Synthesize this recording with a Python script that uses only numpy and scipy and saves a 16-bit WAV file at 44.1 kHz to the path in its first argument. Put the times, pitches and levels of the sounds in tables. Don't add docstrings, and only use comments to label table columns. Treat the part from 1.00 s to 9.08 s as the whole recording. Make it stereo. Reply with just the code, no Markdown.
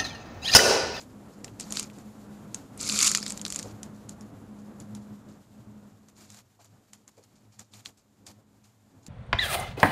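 import sys
import numpy as np
from scipy import signal
from scipy.fft import rfft, irfft, next_fast_len
from scipy.io import wavfile
from scipy.ndimage import uniform_filter1d

SR = 44100
rng = np.random.default_rng(int(sys.argv[2]) if len(sys.argv) > 2 else 0)


def waveform_to_disk(signal):
    frames = np.transpose(np.atleast_2d(signal))
    scaled = np.clip(frames, -1, 1) * 32767
    samples = np.round(scaled).astype(np.int16)
    wavfile.write(sys.argv[1], SR, samples)


def boost_factor(decibels):
    exponent = np.asarray(decibels, float) / 20
    return 10 ** exponent


N = 356460


def in_time(rows):
    seconds, *columns = np.transpose(rows)
    return [np.interp(np.arange(N) / SR, seconds, column) for column in columns]


def at_hz(points, hz):
    table_hz, values = np.transpose(points)
    return np.interp(np.log(hz), np.log(table_hz), values)


def rms_one(x):
    return x / np.sqrt(np.mean(x ** 2) + 1e-20)


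def resonance(x, hz, width_hz):
    r = np.exp(-np.pi * width_hz / SR)
    feedback = [1, -2 * r * np.cos(2 * np.pi * hz / SR), r * r]
    return signal.lfilter([(1 - r * r) / 2, 0, (r * r - 1) / 2], feedback, x)


def flicker(rate_hz=11.0):
    r = np.exp(-2 * np.pi * rate_hz / SR)
    wander = signal.lfilter([1], [1, -2 * r, r * r], rng.standard_normal(N + SR))
    return rms_one(wander[SR:])


# frequency in Hz, likeness (1 = the same, 0 = unrelated).
ALIKENESS = [(60, .85), (200, 0.72), (630, 0.77), (1400, 0.22), (3000, 0.32), (6700, 0.05)]
# frequency in Hz, left level minus right level in dB.
SIDE_LEAN = [(60, 0), (300, 3.5), (1300, 3.5), (2400, 2.16), (4300, 3.5), (8000, -7), (14000, 5)]


def coloured(mid_side, spectrum):
    size = next_fast_len(N)
    hz = np.maximum(np.arange(size // 2 + 1) * SR / size, 1)
    alike = np.clip(at_hz(ALIKENESS, hz), -1, 1)
    mid, side = rfft(mid_side, size) * boost_factor(at_hz(spectrum, hz))
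    pair = np.sqrt(1 + alike) * mid + np.sqrt(1 - alike) * side * [[1], [-1]]
    lean = boost_factor(at_hz(SIDE_LEAN, hz) / 2 * [[1], [-1]])
    return rms_one(irfft(pair * lean, size)[:, :N])


# start in seconds, peak of the left-right average in dB before the
# treble is cut, pitch in Hz.
CRACK_EVENTS = [(0.4446, -22.5, 5760), (0.48, -37, 2830), (0.599, -21, 7810), (0.6082, -22, 6240),
                (0.7065, -26, 7100), (0.7231, -15.5, 7210), (0.7384, -24.5, 7000), (0.7565, -21, 7050),
                (0.7707, -13.5, 4440), (0.7956, -13, 6800), (0.828, -25, 6700), (0.8994, -41, 2160),
                (0.9855, -40, 6900), (1.545, -19, 6900), (1.7759, -31, 8500), (1.8115, -17.5, 7160),
                (1.8897, -17, 5950), (1.897, -12.5, 4470), (1.9895, -7, 6980), (2.0045, -10.5, 4856),
                (2.0127, -9.5, 7170), (2.0274, -5.5, 6910), (2.045, -9, 6820), (2.0646, -7, 7080),
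                (2.07, -9, 7400), (2.0771, -6, 7040), (2.1156, -7.5, 7005), (2.149, -4, 5420),
                (2.173, -12, 6800), (2.228, -19, 4860), (2.2635, -18, 4396), (2.2794, -21, 6570),
                (2.2987, -23, 6860), (2.3044, -17, 6640), (2.3218, -19, 6200), (2.375, -25, 7300),
                (2.395, -33.5, 3490), (2.4144, -21.5, 7020), (2.4513, -16, 4500), (2.4635, -21.5, 4830),
                (2.48, -25, 6940), (2.5024, -20, 6700), (2.5235, -19.5, 7280), (2.5456, -23.5, 7300),
                (2.5597, -14.5, 7010), (2.59, -18.5, 6480), (2.5955, -21.5, 5400), (2.628, -24.5, 6700),
                (2.831, -23, 6470), (3.0931, -27.5, 7340), (3.2094, -37.5, 6240), (3.801, -34, 7830),
                (3.9499, -32, 7250), (5.0858, -44.5, 6850), (5.3023, -34, 6000), (5.322, -41, 5800),
                (5.345, -40, 5900), (5.3716, -40, 5590), (5.389, -40, 5380), (5.6456, -43.5, 7250),
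                (5.9333, -33, 7140), (6.0784, -35, 6600), (6.238, -46, 6800), (6.5936, -29.5, 6530),
                (6.7366, -36, 3770), (6.794, -44, 7000), (6.8584, -24, 3840), (7.2658, -33.5, 4880),
                (8.0651, -32, 6960)]


def cracks(rise_s=.0003, snap_s=.00057, tail_s=.006, tail_db=-20, q=4.0, port_hz=7100, body_db=-15.5):
    size = 2048
    out, t = np.zeros((2, N + size)), np.arange(size) / SR
    decay = np.exp(-t / snap_s) + boost_factor(tail_db) * np.exp(-t / tail_s)
    shape = (1 - np.exp(-t / rise_s)) * decay
    port_gain = boost_factor([[-14.0], [-1.5]])
    body_band = signal.butter(3, [1100, 5000], "band", fs=SR, output="sos")
    draws = rng.standard_normal((len(CRACK_EVENTS), 3, size))
    for (s, db, hz), noise in zip(CRACK_EVENTS, draws):
        burst = shape * noise[1:]
        body = signal.sosfilt(body_band, shape * (noise[0] + 0.23 * noise[1:]))
        lean = boost_factor(at_hz(SIDE_LEAN, hz) / 2 * np.array([[1], [-1]]))
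        own = resonance(burst, hz, hz / q) * lean
        port = port_gain * resonance(burst, port_hz, 600) * (hz / port_hz)
        ring = own + port + boost_factor(body_db) * body
        i = round(s * SR)
        out[:, i:i + size] += boost_factor(db) * ring / np.abs(ring.mean(axis=0)).max()
    treble_cut = signal.butter(4, 11500, fs=SR, output="sos")
    return signal.sosfilt(treble_cut, out[:, :N])


# time in seconds, crackle level in dB.
LONG_CHEWS = [
    [(0.7, -48), (0.79, -33), (0.84, -44), (0.88, -65.5)],
    [(1.765, -73), (1.803, -35), (2.065, -19), (2.143, -35), (2.157, -29), (2.21, -41), (2.298, -42),
     (2.44, -60), (2.455, -47), (2.6, -44), (2.72, -59)],
    [(5.15, -74), (5.162, -60), (5.216, -57.5), (5.28, -63), (5.33, -55), (5.398, -57), (5.43, -75.5)],
]
# start in seconds, crackle peak in dB, time in seconds to fade by 20 dB.
SHORT_BITES = [(0.005, -46, .04), (.32, -62, .15), (.444, -52, .1), (.599, -39, .09), (.934, -60, .3),
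               (1.546, -51, .1), (2.832, -56, .08), (3.092, -50, .06), (3.21, -62, .1), (2.94, -63, .1),
               (3.59, -64, .1), (3.802, -54, .055), (4.02, -63, .06), (3.954, -57, .07), (4.288, -61, .1),
               (5.084, -62, .04), (5.6, -58, .14), (5.932, -58, .09), (6.078, -63, .1), (6.17, -63, .1),
               (6.23, -64, .05), (6.356, -60, .06), (6.522, -59, .07), (6.591, -51.5, .07), (6.72, -58, .1),
               (6.74, -51, .11), (6.856, -45, .05), (6.975, -59, .06), (7.268, -45, .055), (7.64, -58, .06),
               (8.03, -63, .1), (8.065, -55, .04)]


def chews(rise_db_per_s=2800, longest_s=.13):
    t, db = np.arange(N) / SR, np.full(N, -120.)
    for rows in LONG_CHEWS:
        db = np.maximum(db, np.interp(t, *np.transpose(rows), left=-120, right=-120))
    for s, peak_db, fade_s in SHORT_BITES:
        near = slice(max(round((s - .1) * SR), 0), round((s + longest_s) * SR))
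        late = t[near] - s
        bite_db = peak_db + np.minimum(rise_db_per_s * late, -20 * late / fade_s)
        db[near] = np.maximum(db[near], bite_db)
    return uniform_filter1d(boost_factor(db), size=200)


# frequency in Hz, relative level in dB per Hz.
CRACKLE_COLOUR = [(500, -45.5), (900, -23), (1310, -7), (1680, -23), (2360, -7.5), (2990, -15),
                  (4460, -3.5), (6060, -4.5), (7100, 0.5), (7940, -9), (11400, -17.5), (12600, -25.5),
                  (14500, -40.5)]


def crackle(per_s=2000, spread_db=3.2, burst_s=.0008, q=3.0, rub=.8):
    hits = rng.random(N) < per_s / SR
    sizes = boost_factor(spread_db * np.minimum(rng.exponential(1, N), 4)) * hits
    r = np.exp(-1 / (burst_s * SR))
    dealt = rng.integers(0, 8, N)
    noise = rng.standard_normal((2, N))
    grains = 0
    for k, hz in enumerate(np.geomspace(1200, 12000, 8)):
        envelope = signal.lfilter([1], [1, -r], sizes * (dealt == k) + 1e-18)
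        grains = grains + resonance(envelope * noise, hz, hz / q)
    rubbing = rub * rng.standard_normal((2, N))
    return chews() * coloured(rms_one(grains) + rubbing, CRACKLE_COLOUR)


# start in seconds, peak in dB before the lean to the left, pitch in Hz.
KNOCK_EVENTS = [(.71, -40.5, 706), (1.93, -40.5, 397), (2.64, -36.5, 443), (5.59, -53, 644),
                (6.17, -47.5, 400), (6.6, -53, 600), (7.38, -57, 400)]


def knocks(cycles=5.5, q=1.3):
    size = 8192
    out, t = np.zeros(N + size), np.arange(size) / SR
    draws = rng.standard_normal((len(KNOCK_EVENTS), size))
    for (s, db, hz), noise in zip(KNOCK_EVENTS, draws):
        rung = resonance(resonance(noise, hz, hz / q), hz, hz / q)
        thud = rung * t * np.exp(-t * hz / cycles)
        i = round(s * SR)
        out[i:i + size] += boost_factor(db) * thud / np.abs(thud).max()
    return out[:N] * boost_factor([[1.3], [-1.3]])


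def whine(hz=10010, peak_db=-78.5, end_s=4.07):
    t = np.arange(N) / SR
    return boost_factor(peak_db) * np.sin(2 * np.pi * hz * t) * np.clip((end_s - t) / 0.028, 0, 1)


# time in seconds, level in dB before hiss() raises it.
SHUT_LEVEL = [(0.0, -76), (0.9, -74), (2.77, -75), (6.93, -84), (8.08, -82)]


def suppressor(sound, open_db=-69, threshold_db=-66, knee_db=8.0, hold_s=.019):
    width = round(hold_s * SR)
    power = uniform_filter1d((sound ** 2).mean(axis=0), width, origin=width // 3)
    opening = np.clip((10 * np.log10(power + 1e-12) - threshold_db) / knee_db, 0, 1)
    shut_db = in_time(SHUT_LEVEL)[0]
    return shut_db, opening * (open_db - shut_db)


# frequency in Hz, relative level in dB per Hz.
HISS_COLOUR = [(410, -23), (700, -9), (2670, -16), (6160, -15), (7180, -11.5), (8500, -19), (13800, -20),
               (14400, -17), (14800, -44)]


def hiss(shut_db, open_by_db, raise_db=12.5, flicker_db=1.5):
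    level_db = shut_db + raise_db + open_by_db + flicker_db * flicker()
    return boost_factor(level_db) * coloured(rng.standard_normal((2, N)), HISS_COLOUR)


# middle in seconds, rise of the deep hum in dB.
SWELL_EVENTS = [(5.75, 14), (6.34, 8), (6.46, 9), (6.61, 12), (6.77, 6), (6.88, 11), (7.23, 13), (7.3, 10),
                (7.39, 6), (7.55, 6), (7.97, 8)]


def swells(width_s=.04):
    t = np.arange(N) / SR
    return sum(db * np.exp(-((t - s) / width_s) ** 2) for s, db in SWELL_EVENTS)


# time in seconds, rumble setting in dB
# (rumble() halves its broad part), deep hum in dB.
LOW_LEVELS = [(0.0, -48, -57), (0.38, -43, -57), (0.76, -43, -60), (1.0, -45, -53), (1.6, -42.5, -56),
              (2.0, -41.5, -57), (2.9, -42.5, -54), (3.6, -44.5, -55), (4.35, -46, -55), (4.46, -57, -66),
              (4.6, -47, -51), (4.86, -51.5, -56), (5.06, -57, -67), (5.26, -55, -66), (5.55, -62, -68),
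              (7.13, -62, -71), (7.6, -61, -69), (8.08, -56, -66)]


def low_levels(open_by_db, rumble_share=.35, deep_share=.3, lag_s=.04):
    slow_db = uniform_filter1d(open_by_db, round(lag_s * SR))
    swell_db = swells()
    rumble_db, deep_db = in_time(LOW_LEVELS)
    rumble_db = rumble_db + rumble_share * slow_db + .5 * swell_db + 1.4 * flicker(rate_hz=7.0)
    deep_db = deep_db + deep_share * slow_db + swell_db + 2.5 * flicker(rate_hz=5.0)
    return rumble_db, deep_db


# frequency in Hz, relative level in dB per Hz.
RUMBLE_COLOUR = [(15, -56.5), (25, -22), (71, -12.5), (102, -18), (155, -6.5), (209, -12.5), (270, -6),
                 (326, -13), (1380, -25), (2350, -37.5), (4000, -44.5), (5200, -72.5), (8800, -120)]
# pitch in Hz, width in Hz of each of two passes, relative level in dB.
HUM_BANDS = [(208.04, 13, -4.5), (295.1, 20, -21)]
# time in seconds, level added to the hum bands in dB.
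HUM_AGAINST_RUMBLE = [(0, -2), (2.9, -2), (3.3, 2), (4.8, 1), (5.3, -3.5)]


def rumble(level_db, deep_db, deep_hz=107, deep_width_hz=22):
    broad = coloured(rng.standard_normal((2, N)), RUMBLE_COLOUR)
    white = rng.standard_normal(N)

    def band(hz, width_hz):
        return rms_one(resonance(resonance(white, hz, width_hz), hz, width_hz))

    hum = sum(boost_factor(db) * band(hz, width_hz) for hz, width_hz, db in HUM_BANDS)
    hum_gain = boost_factor(level_db + in_time(HUM_AGAINST_RUMBLE)[0])
    tones = hum_gain * hum + boost_factor(deep_db) * band(deep_hz, deep_width_hz)
    return boost_factor(level_db) * .5 * broad + tones * boost_factor([[1.3], [-1.3]])


def scene():
    dog = cracks() + crackle()
    shut_db, open_by_db = suppressor(dog)
    rumble_db, deep_db = low_levels(open_by_db)
    return dog + knocks() + whine() + hiss(shut_db, open_by_db) + rumble(rumble_db, deep_db)


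def band_limit(x):
    return signal.sosfilt(signal.butter(12, 15300, fs=SR, output="sos"), x)


def record(dry):
    rounded = 1.2 * np.tanh(dry / 1.2)
    top_cut = signal.cheby2(8, 50, 16000, fs=SR, output="sos")
    mix = signal.sosfilt(top_cut, rounded)
    return band_limit(mix)


dry = scene()
out = record(dry)
waveform_to_disk(out)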